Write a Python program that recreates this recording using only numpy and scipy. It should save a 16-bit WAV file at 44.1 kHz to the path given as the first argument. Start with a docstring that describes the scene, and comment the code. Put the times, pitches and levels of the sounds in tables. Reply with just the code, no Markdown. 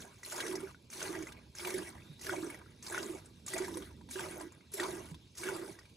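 """Outdoors near woodland, close to a metal pail: a cow is milked by hand into frothy milk.
Nine jets plunge in after the tail of an earlier one. Each is shaped noise for spray, ringing bubbles
for froth and resonated clicks for the pail's air column; slugs splat, and trapped air gulps as short tones.
Behind lie a faint whine, filtered-noise woodland air and far rumble, all heard by two close microphone ports."""
import sys
import numpy as np
from scipy import signal
from scipy.fft import rfft, irfft
from scipy.io import wavfile
from scipy.ndimage import uniform_filter1d

SR = 44100
rng = np.random.default_rng(int(sys.argv[2]) if len(sys.argv) > 2 else 0)


def persist_wave(psi):
    """Save psi, clipped to +-1, as 16-bit WAV."""
    counts = np.round(np.clip(psi, -1, 1) * 32767).astype(np.int16)
    wavfile.write(sys.argv[1], SR, np.atleast_2d(counts).T)


N = 262836  # samples, just under 6 s

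# Woodland air, relative spectrum: pitch_hz [Hz], level_db [dB per Hz]
AIR_SPECTRUM = [(15, -55), (25, -33), (59, 1.5), (107, 5.5), (314, -6.5), (724, -22.5), (973, -15.5),
                (1760, -42), (2300, -17), (3700, -16), (5000, -19), (9000, -34), (15700, -29)]
# Far rumble over time: time_s [s], level_db [dB]
RUMBLE_LEVEL = [(0.0, -50), (0.1, -74), (0.7, -70), (1.35, -57), (1.55, -67), (2.1, -59), (2.7, -60.5),
                (3.3, -61.5), (3.97, -55.5), (4.3, -60), (4.65, -70), (5.14, -55.5), (5.3, -78),
                (5.96, -69)]
# Far rumble, relative spectrum: pitch_hz [Hz], level_db [dB]
RUMBLE_SPECTRUM = [(20, -49), (45, -4.0), (75, 1), (130, -3.5), (230, -2.0), (500, -16.0), (900, -69)]
# Faint thin whine over time: time_s [s], level_db [dB], pitch_hz [Hz]
WHINE_CURVE = [(1.97, -93, 3500), (2.01, -71, 3530), (2.1, -65, 3740), (2.18, -66.5, 3800),
               (2.22, -81, 3730)]
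# Pockets of air driven under the milk: start_s [s], level_db [dB], pitch_hz [Hz]
GULP_EVENTS = [(0.029, -46, 453), (0.304, -44, 382), (0.369, -39, 400), (0.448, -30.5, 442),
               (0.49, -28, 377), (0.513, -26.5, 362), (0.539, -26.5, 374), (0.63, -26, 375),
               (1.099, -26, 334), (1.144, -28, 348), (1.178, -37, 328), (1.615, -36, 370),
               (1.639, -44, 383), (1.74, -26.5, 363), (2.098, -33.5, 148), (2.285, -33, 382),
               (2.319, -28, 363), (2.349, -35, 350), (2.369, -28, 324), (2.429, -24, 331),
               (2.917, -41, 352), (3.001, -30, 350), (3.093, -31.5, 329), (3.54, -28, 352),
               (3.565, -35.5, 362), (3.601, -20.5, 362), (3.69, -46, 340), (3.755, -28, 336),
               (3.765, -34.5, 490), (3.779, -36, 317), (4.094, -40, 248), (4.154, -26.5, 369),
               (4.242, -49, 350), (4.405, -39, 311), (4.453, -48, 354), (4.739, -32, 395),
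               (4.801, -22, 348), (4.88, -36, 378), (4.931, -29, 352), (5.114, -30, 157), (5.404, -37, 342),
               (5.454, -39, 380), (5.512, -34, 325), (5.612, -35, 348)]
# Slugs of milk breaking on the surface: start_s [s], level_db [dB], bubble_hz [Hz],
# bubble_over_spray_db [dB], bright_band_hz [Hz]
SPLAT_EVENTS = [(0.02, -45, 2550, -23, 3600), (0.2319, -41, 1950, -3.5, 5740),
                (0.2658, -52, 1550, -14, 6540), (0.3231, -34.5, 1460, -7.5, 7440),
                (0.359, -35, 1460, -16, 5420), (0.4033, -29.5, 1840, -10.5, 3660),
                (0.4782, -40, 1400, -6, 3640), (0.5539, -33.5, 1980, -13, 5460),
                (0.603, -44, 1390, -6, 8800), (0.678, -53, 1460, -2, 6100), (0.746, -63, 1460, 11, 3910),
                (0.9007, -44, 2360, -12.5, 6380), (0.9281, -43, 2300, -3.5, 6400),
                (1.017, -42, 1480, 2.5, 2950), (1.2236, -39.5, 2250, -7.5, 6650),
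                (1.27, -47, 2026, 5, 6550), (1.321, -43.5, 1585, -9.5, 3100),
                (1.5505, -42.5, 1590, -11.5, 6460), (1.5958, -42.5, 2240, 1, 4900),
                (1.6487, -34.5, 2340, 0.5, 2800), (2.193, -46.5, 1950, -16, 4640),
                (2.2125, -42.5, 1950, -10.5, 6400), (2.2689, -47, 1690, 7.5, 8400),
                (2.2949, -43.5, 1460, 13, 4960), (2.5007, -40, 2170, -1.5, 10100),
                (2.616, -65, 1540, 4, 2860), (2.6609, -61, 1370, 4.5, 2990), (2.825, -39, 1680, -25, 6600),
                (2.8647, -36, 1540, -18.5, 4650), (2.9237, -35, 1610, -8, 9600),
                (2.9462, -39.5, 1450, 6, 2860), (2.9783, -36, 1460, 4.5, 6100),
                (3.257, -48, 1570, -21, 8250), (3.463, -35.5, 1860, -35, 7600),
                (3.4796, -35, 1190, -11, 6800), (3.5359, -29.5, 1940, -6.5, 8470),
                (3.5792, -30.5, 1630, -16, 7260), (3.681, -42.5, 970, 2, 7300),
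                (3.742, -45, 1550, -22.5, 6200), (3.7712, -35, 1020, -9, 9300),
                (4.0114, -61.5, 950, 6.5, 4030), (4.0887, -48, 960, -4, 3700),
                (4.109, -37, 2270, -14, 7840), (4.134, -43, 1600, -21, 5150), (4.1585, -52, 1615, 9, 6400),
                (4.1935, -35.5, 1536, -3.5, 8000), (4.4105, -39, 1006, -5.5, 9100),
                (4.5208, -51, 1090, -8, 7000), (4.6087, -61.5, 2110, 3.5, 2820),
                (4.717, -46, 1510, -30, 10100), (4.7368, -30, 1380, -34, 11500),
                (4.7984, -33.5, 1855, 4, 3600), (4.832, -33, 1450, -4.5, 3600),
                (5.0863, -56, 2220, -14, 9700), (5.1437, -47.5, 1020, -6.5, 3450),
                (5.3513, -48.5, 1940, -15, 5570), (5.3773, -46, 1980, -21, 7040),
                (5.434, -36.5, 2220, -2.5, 9300), (5.488, -38.5, 1465, 4, 6840),
                (5.7234, -51, 1810, -20, 6400), (5.789, -47.5, 1860, -2, 4800),
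                (5.8542, -56, 2350, 0, 3880)]
# Spray hiss, relative spectrum: pitch_hz [Hz], level_db [dB per Hz]
SPRAY_SPECTRUM = [(400, -59), (1000, -9), (2000, -3), (3000, -2), (4200, -3), (6400, -0.5), (7400, -3),
                  (10500, 1), (15700, -4)]
# Resonances of the pail above the milk: pitch_hz [Hz], width_hz [Hz], level_db [dB]
PAIL_MODES = [(636, 70, -9.5), (954, 220, -6), (1190, 53, -6.5), (1460, 150, -10), (1618, 47, -4.5),
              (1950, 92, -6.5), (2220, 27.6, -1.5), (2640, 27, -44), (3500, 110, -9), (4380, 130, -11)]
# One row per squeeze: start_s [s], full_pressure_after_s [s], column_stilled_after_s [s], length_s [s],
# spray first_db, full_db, last_db [dB]; froth full_db, end_db, settling_db [dB];
# air column early_db, late_db [dB], pitch_hz [Hz]
SQUEEZES = [(-0.4, .1, .38, 0.42, -31, -46, -51.5, -44, -59, -60.5, -45, -50, 430),
            (0.229, 0.18, 0.4, 0.48, -50.5, -44.5, -62, -41.5, -57, -72, -46.5, -45, 358.5),
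            (0.897, 0.15, 0.34, 0.4, -47, -44, -57.5, -41, -59, -62.5, -47, -45.5, 357),
            (1.543, 0.13, 0.27, 0.35, -50, -43.5, -53, -42.5, -53, -56.5, -47.5, -41, 366),
            (2.193, 0.12, 0.29, 0.35, -48.5, -46, -55.5, -43.5, -52.5, -60, -46, -42.5, 350),
            (2.818, 0.15, .33, 0.37, -50, -45, -55, -40.5, -56.5, -64.5, -45, -48, 365),
            (3.456, 0.11, 0.36, 0.42, -46.5, -47.5, -59, -41.5, -63.5, -67, -45.5, -45.5, 354),
            (4.088, 0.12, .38, .37, -45, -46.5, -60, -41, -59, -63.5, -49.5, -50, 365),
            (4.713, 0.099, 0.29, 0.39, -49, -43, -60.5, -40.5, -59.5, -72, -45, -46.5, 364),
            (5.353, 0.12, 0.36, 0.37, -44.5, -46, -56.5, -40.5, -57, -64, -42.5, -50, 371)]
# Phase between the microphone ports: pitch_hz [Hz], left_lead_rad [radians]
PORT_LEAD = [(60, -.07), (600, -.25), (800, 1), (1150, 1.3), (1450, -.3), (2450, -.15), (2750, -1.5),
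             (3080, -2.9), (3450, 0), (6500, -.12), (8600, -.95), (11200, -1.95), (13500, -np.pi),
             (16000, -np.pi)]
# Level between the ports: pitch_hz [Hz], left_over_right_db [dB]
PORT_TILT = [(40, 0), (110, -2), (260, -5), (450, -5.5), (620, -9), (950, -2.5), (1290, 3), (1600, 0),
             (16000, 0)]
# Likeness of the ports: pitch_hz [Hz], likeness [0 to 1]
PORT_LIKENESS = [(60, .996), (200, .985), (450, .97), (750, .3), (950, .7), (1290, .5), (1500, .95),
                 (2300, .88), (2600, .4), (3050, .8), (3300, .3), (4000, .85), (4800, .25), (6400, .96),
                 (8600, .8), (12500, .8), (14000, 1)]

EDGE_HZ = 15750  # upper band limit
AIR_DB = -62
GULP_T60_S, GULP_RISE_S = 0.081, 0.0085
KNOCK_DB = 12.5  # short knock of a slug, against its bubble
SILENT_DB, TAIL_S = -95, .4  # level around each stroke, and length of its last fade
SPRAY_RISE_S, SPRAY_STOP_S, SPRAY_STOP_DB, SPRAY_FADE_DB_PER_S = 0.022, 0.048, -13, 11
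FROTH_START_DB, FROTH_EASE_S, FROTH_EASE_DB = -25.5, 0.057, -7
FROTH_STOP_S, FROTH_FADE_DB_PER_S = 0.026, 60
COLUMN_START_DB, COLUMN_STILL_S, COLUMN_STILL_DB = -24.5, 0.024, -12
COLUMN_FADE_DB_PER_S, COLUMN_SAG_HZ_PER_S = 91, 94
THRUM_DB = -10.5  # low thrum of the pail, against the air column


def gain_of(db):
    """Decibels to amplitude."""
    return 10 ** (np.asarray(db) / 20)


def evened(x):
    """Scales to rms 1."""
    return x / np.sqrt(np.mean(x ** 2) + 1e-20)


def read(points, hz):
    """Reads a spectrum table at given frequencies, on a log frequency scale."""
    table_hz, value = np.transpose(points)
    return np.interp(np.log(hz + 1), np.log(table_hz + 1), value)


def curve(rows, axis):
    """One column of a time table at every sample."""
    rows = np.array(rows)
    return np.interp(np.arange(N) / SR, rows[:, 0], rows[:, axis])


def add(mix, start_s, sound):
    """Adds a sound into the mix at its start time."""
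    part = mix[round(start_s * SR):][:len(sound)]
    part += sound[:len(part)]


def size_of(seconds):
    """Number of short-time frames in a duration."""
    return max(round(seconds * SR / 128), 1)


def coloured(x, points):
    """Filters a sound by the spectrum of a table."""
    hz = np.fft.rfftfreq(N, 1 / SR)
    return irfft(rfft(x) * gain_of(read(points, hz)), N)


def resonate(x, hz, width):
    """Shifts a fixed or gliding pitch to zero, smooths, and shifts back: a resonance of gain 1."""
    turn = np.exp(2j * np.pi * np.cumsum(hz * np.ones(len(x))) / SR)
    r = np.exp(-np.pi * width / SR)
    return 2 * (turn * signal.lfilter([1 - r], [1, -r], x / turn)).real


def pail_ring(x):
    """The metal pail answers a sound with all its resonances."""
    return sum(gain_of(db) * resonate(x, hz, width) for hz, width, db in PAIL_MODES)


def patchy(x, depth_db, frames, bins):
    """Random loud and soft patches in time and frequency, evened to rms 1."""
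    z = signal.stft(x, SR, nperseg=256)[2]
    field = rng.standard_normal(z.shape[::-1])
    field = uniform_filter1d(field, size=frames, axis=0)
    field = evened(uniform_filter1d(field, size=bins, axis=1))
    return evened(signal.istft(z * gain_of(depth_db * field.T), SR, nperseg=256)[1][:N])


def flutter(per_s, depth_db):
    """A gain of rms 1 that swells and sags as lumps of the jet land."""
    lumps = rng.exponential(1, N) * (rng.random(N) < per_s / SR)
    lump = signal.windows.hann(round(.9 * SR / per_s))
    swell = np.minimum(signal.oaconvolve(lumps, lump, "same"), 4)
    return evened(gain_of(depth_db * swell))


def drops(per_s, spread_db):
    """Sparse clicks of either sign; a few are large."""
    size = gain_of(spread_db * np.minimum(rng.exponential(1, N), 5)) * rng.choice([-1, 1], N)
    return evened(size * (rng.random(N) < per_s / SR))


def bubble(hz, t60, rise, phase):
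    """A ringing pocket of air whose pitch climbs as it nears the surface."""
    t = np.arange(round(abs(t60) * SR) + 99) / SR
    tone = np.sin(2 * np.pi * hz * t * (1 + 0.5 * t) + phase)
    return tone * (1 - np.exp(-t / rise)) * gain_of(-60 * t / t60)


def fizz(lo_hz, hi_hz, per_s, cycles, spread_db, count=14):
    """Small bubbles of many sizes, each dying 60 dB in the given number of cycles."""
    births, kind = drops(per_s, spread_db), rng.integers(0, count, N)
    out = np.zeros(N)
    for k, hz in enumerate(np.geomspace(lo_hz, hi_hz, count)):
        ring = bubble(hz, cycles / hz, 0.67 / hz, 0)
        out += signal.oaconvolve(births * (kind == k), ring)[:N] * hz ** 0.64
    return evened(out)


def woods():
    """Faint patchy air and a low wavering rumble, both from filtered noise."""
    air = coloured(rng.standard_normal(N), AIR_SPECTRUM)
    air = patchy(air, 2.5, size_of(.04), bins=3)
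    rumble = coloured(rng.standard_normal(N), RUMBLE_SPECTRUM)
    rumble = rumble + 0.51 * resonate(rumble, 80, 19)  # a dull hum stands out
    return gain_of(AIR_DB) * air + gain_of(curve(RUMBLE_LEVEL, axis=1)) * evened(rumble)


def whine():
    """Narrow-band noise: a thin, mostly rising tone, clearest between two jets."""
    tone = resonate(rng.standard_normal(N), curve(WHINE_CURVE, axis=2), 180)
    return gain_of(curve(WHINE_CURVE, axis=1)) * evened(tone)


def gulps():
    """Pockets of air ring as low round blips that swell and die."""
    out = np.zeros(N)
    phases = rng.uniform(0, 2 * np.pi, len(GULP_EVENTS))
    for (start_s, db, hz), phase in zip(GULP_EVENTS, phases):
        add(out, start_s, gain_of(db) * bubble(hz, GULP_T60_S, GULP_RISE_S, phase))
    return resonate(out, 378, 30) * 0.27 + out  # the pail wall rings on


def splats(t60=0.034):
    """Each slug throws a burst of spray and leaves a short bubble that shakes the pail."""
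    spray = evened(coloured(rng.standard_normal(N), SPRAY_SPECTRUM))
    bursts, plops = np.zeros(N), np.zeros(N)
    for start_s, db, hz, bubble_db, bright_hz in SPLAT_EVENTS:
        burst = spray[round(start_s * SR):][:round(t60 * SR)]
        t = np.arange(len(burst)) / SR
        # a narrow bright band stands out in the burst
        burst = .5 * burst + evened(resonate(burst, bright_hz, 810))
        add(bursts, start_s, gain_of(db - 60 * t / t60) * (1 - np.exp(-t / 0.0023)) * burst)
        plop_db = db + bubble_db
        add(plops, start_s, gain_of(plop_db) * bubble(hz, 0.037, 0.00048, 0))
        add(plops, start_s, gain_of(plop_db + KNOCK_DB) * bubble(1560, 0.0028, 0.0003, 0))
    return bursts + plops + 1.18 * pail_ring(plops)


def strokes():
    """Gains of spray, froth and air column over the squeezes, and the sagging pitch of the column."""
    t, gains, pitch = np.arange(N) / SR, np.zeros((3, N)), []
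    for (start, full, still, length, first_db, spray_db, last_db,
         froth_db, thin_db, settle_db, early_db, column_db, hz) in SQUEEZES:
        # breakpoints: seconds after the start, dB
        stopped_db = last_db + SPRAY_STOP_DB
        spray = [(SPRAY_RISE_S, first_db), (full, spray_db), (length, last_db),
                 (length + SPRAY_STOP_S, stopped_db),
                 (length + TAIL_S, stopped_db - SPRAY_FADE_DB_PER_S * TAIL_S)]
        froth = [(.01, froth_db + FROTH_START_DB), (full, froth_db),
                 (full + FROTH_EASE_S, froth_db + FROTH_EASE_DB),
                 (length, thin_db), (length + FROTH_STOP_S, settle_db),
                 (length + TAIL_S, settle_db - FROTH_FADE_DB_PER_S * TAIL_S)]
        stilled_db = column_db + COLUMN_STILL_DB
        column = [(.01, early_db + COLUMN_START_DB), (full, early_db), (still, column_db),
                  (still + COLUMN_STILL_S, stilled_db),
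                  (still + TAIL_S, stilled_db - COLUMN_FADE_DB_PER_S * TAIL_S)]
        for gain, shape in zip(gains, (spray, froth, column)):
            points = [(-.01, SILENT_DB)] + shape + [(shape[-1][0] + .1, SILENT_DB)]
            after_s, db = np.transpose(points)
            add(gain, 0, gain_of(np.interp(t - start, after_s, db, -200, -200)))
        pitch += [(start + full / 2, hz), (start + length, hz - COLUMN_SAG_HZ_PER_S * length)]
    return (*gains, curve(pitch, axis=1))


def jet():
    """Spray hiss and froth bubbles share one uneven flow; clicks and noise ring the air column."""
    spraying, frothing, stirring, hz = strokes()
    flow = flutter(75, depth_db=2.0)

    hiss = rng.standard_normal(N) + 0.65 * fizz(2906, 14230, 1500, 33, 4.4)
    spray = patchy(coloured(hiss, SPRAY_SPECTRUM), 2.6, size_of(0.049), bins=5)

    froth = patchy(fizz(452.4, 3175, 3000, 31, 2.44, count=24), 4.3, size_of(0.033), bins=3)
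    froth = evened(0.5 * froth + evened(pail_ring(froth)))

    column = resonate(resonate(drops(500, spread_db=1.5), hz, 180), hz, 180)
    wall = evened(resonate(column, 377.2, 30))  # the pail wall joins in
    column = evened(evened(resonate(column, hz, 45)) + 0.53 * wall)
    thrum = evened(resonate(resonate(rng.standard_normal(N), 185, 210), 185, 210))

    surface = spraying * spray * flow + frothing * froth * flow ** 0.77
    return surface + stirring * (column + gain_of(THRUM_DB) * thrum)


def decorrelated(x):
    """A delayed copy with random phases, which makes the two ports differ and sounds wide."""
    z = signal.stft(x, SR, nperseg=512)[2]
    turns = np.exp(2j * np.pi * rng.random(z.shape[::-1]).T)
    shuffled = signal.istft(z * turns, SR, nperseg=512)[1]
    return np.append(np.zeros(256), evened(shuffled))[:N] * np.std(x)


def scene():
    """Direct sound, and the random-phase copy that differs between the ports."""
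    direct = jet() + splats() + gulps() + whine() + woods()
    return np.array([direct, decorrelated(direct)])


def record(dry):
    """Two close microphone ports hear the pail with a phase lead and a level tilt; then the band limit."""
    hz = np.fft.rfftfreq(N, 1 / SR)
    direct, other = rfft(dry)
    alike = np.clip(read(PORT_LIKENESS, hz), 0, 1)
    shared = np.sqrt((1 + alike) / 2) * direct
    apart = np.sqrt((1 - alike) / 2) * other
    # half the tilt and lead goes to the left, the opposite half to the right
    half = gain_of(read(PORT_TILT, hz) / 2) * np.exp(.5j * read(PORT_LEAD, hz))
    left = (shared + apart) * half
    right = (shared - apart) * half.conj() / abs(half) ** 2
    ports = irfft([left, right], N)
    band = signal.firwin(511, EDGE_HZ, window=("kaiser", 9), fs=SR)
    return signal.oaconvolve(ports, band[None], "same")


dry = scene()
out = record(dry)
persist_wave(out)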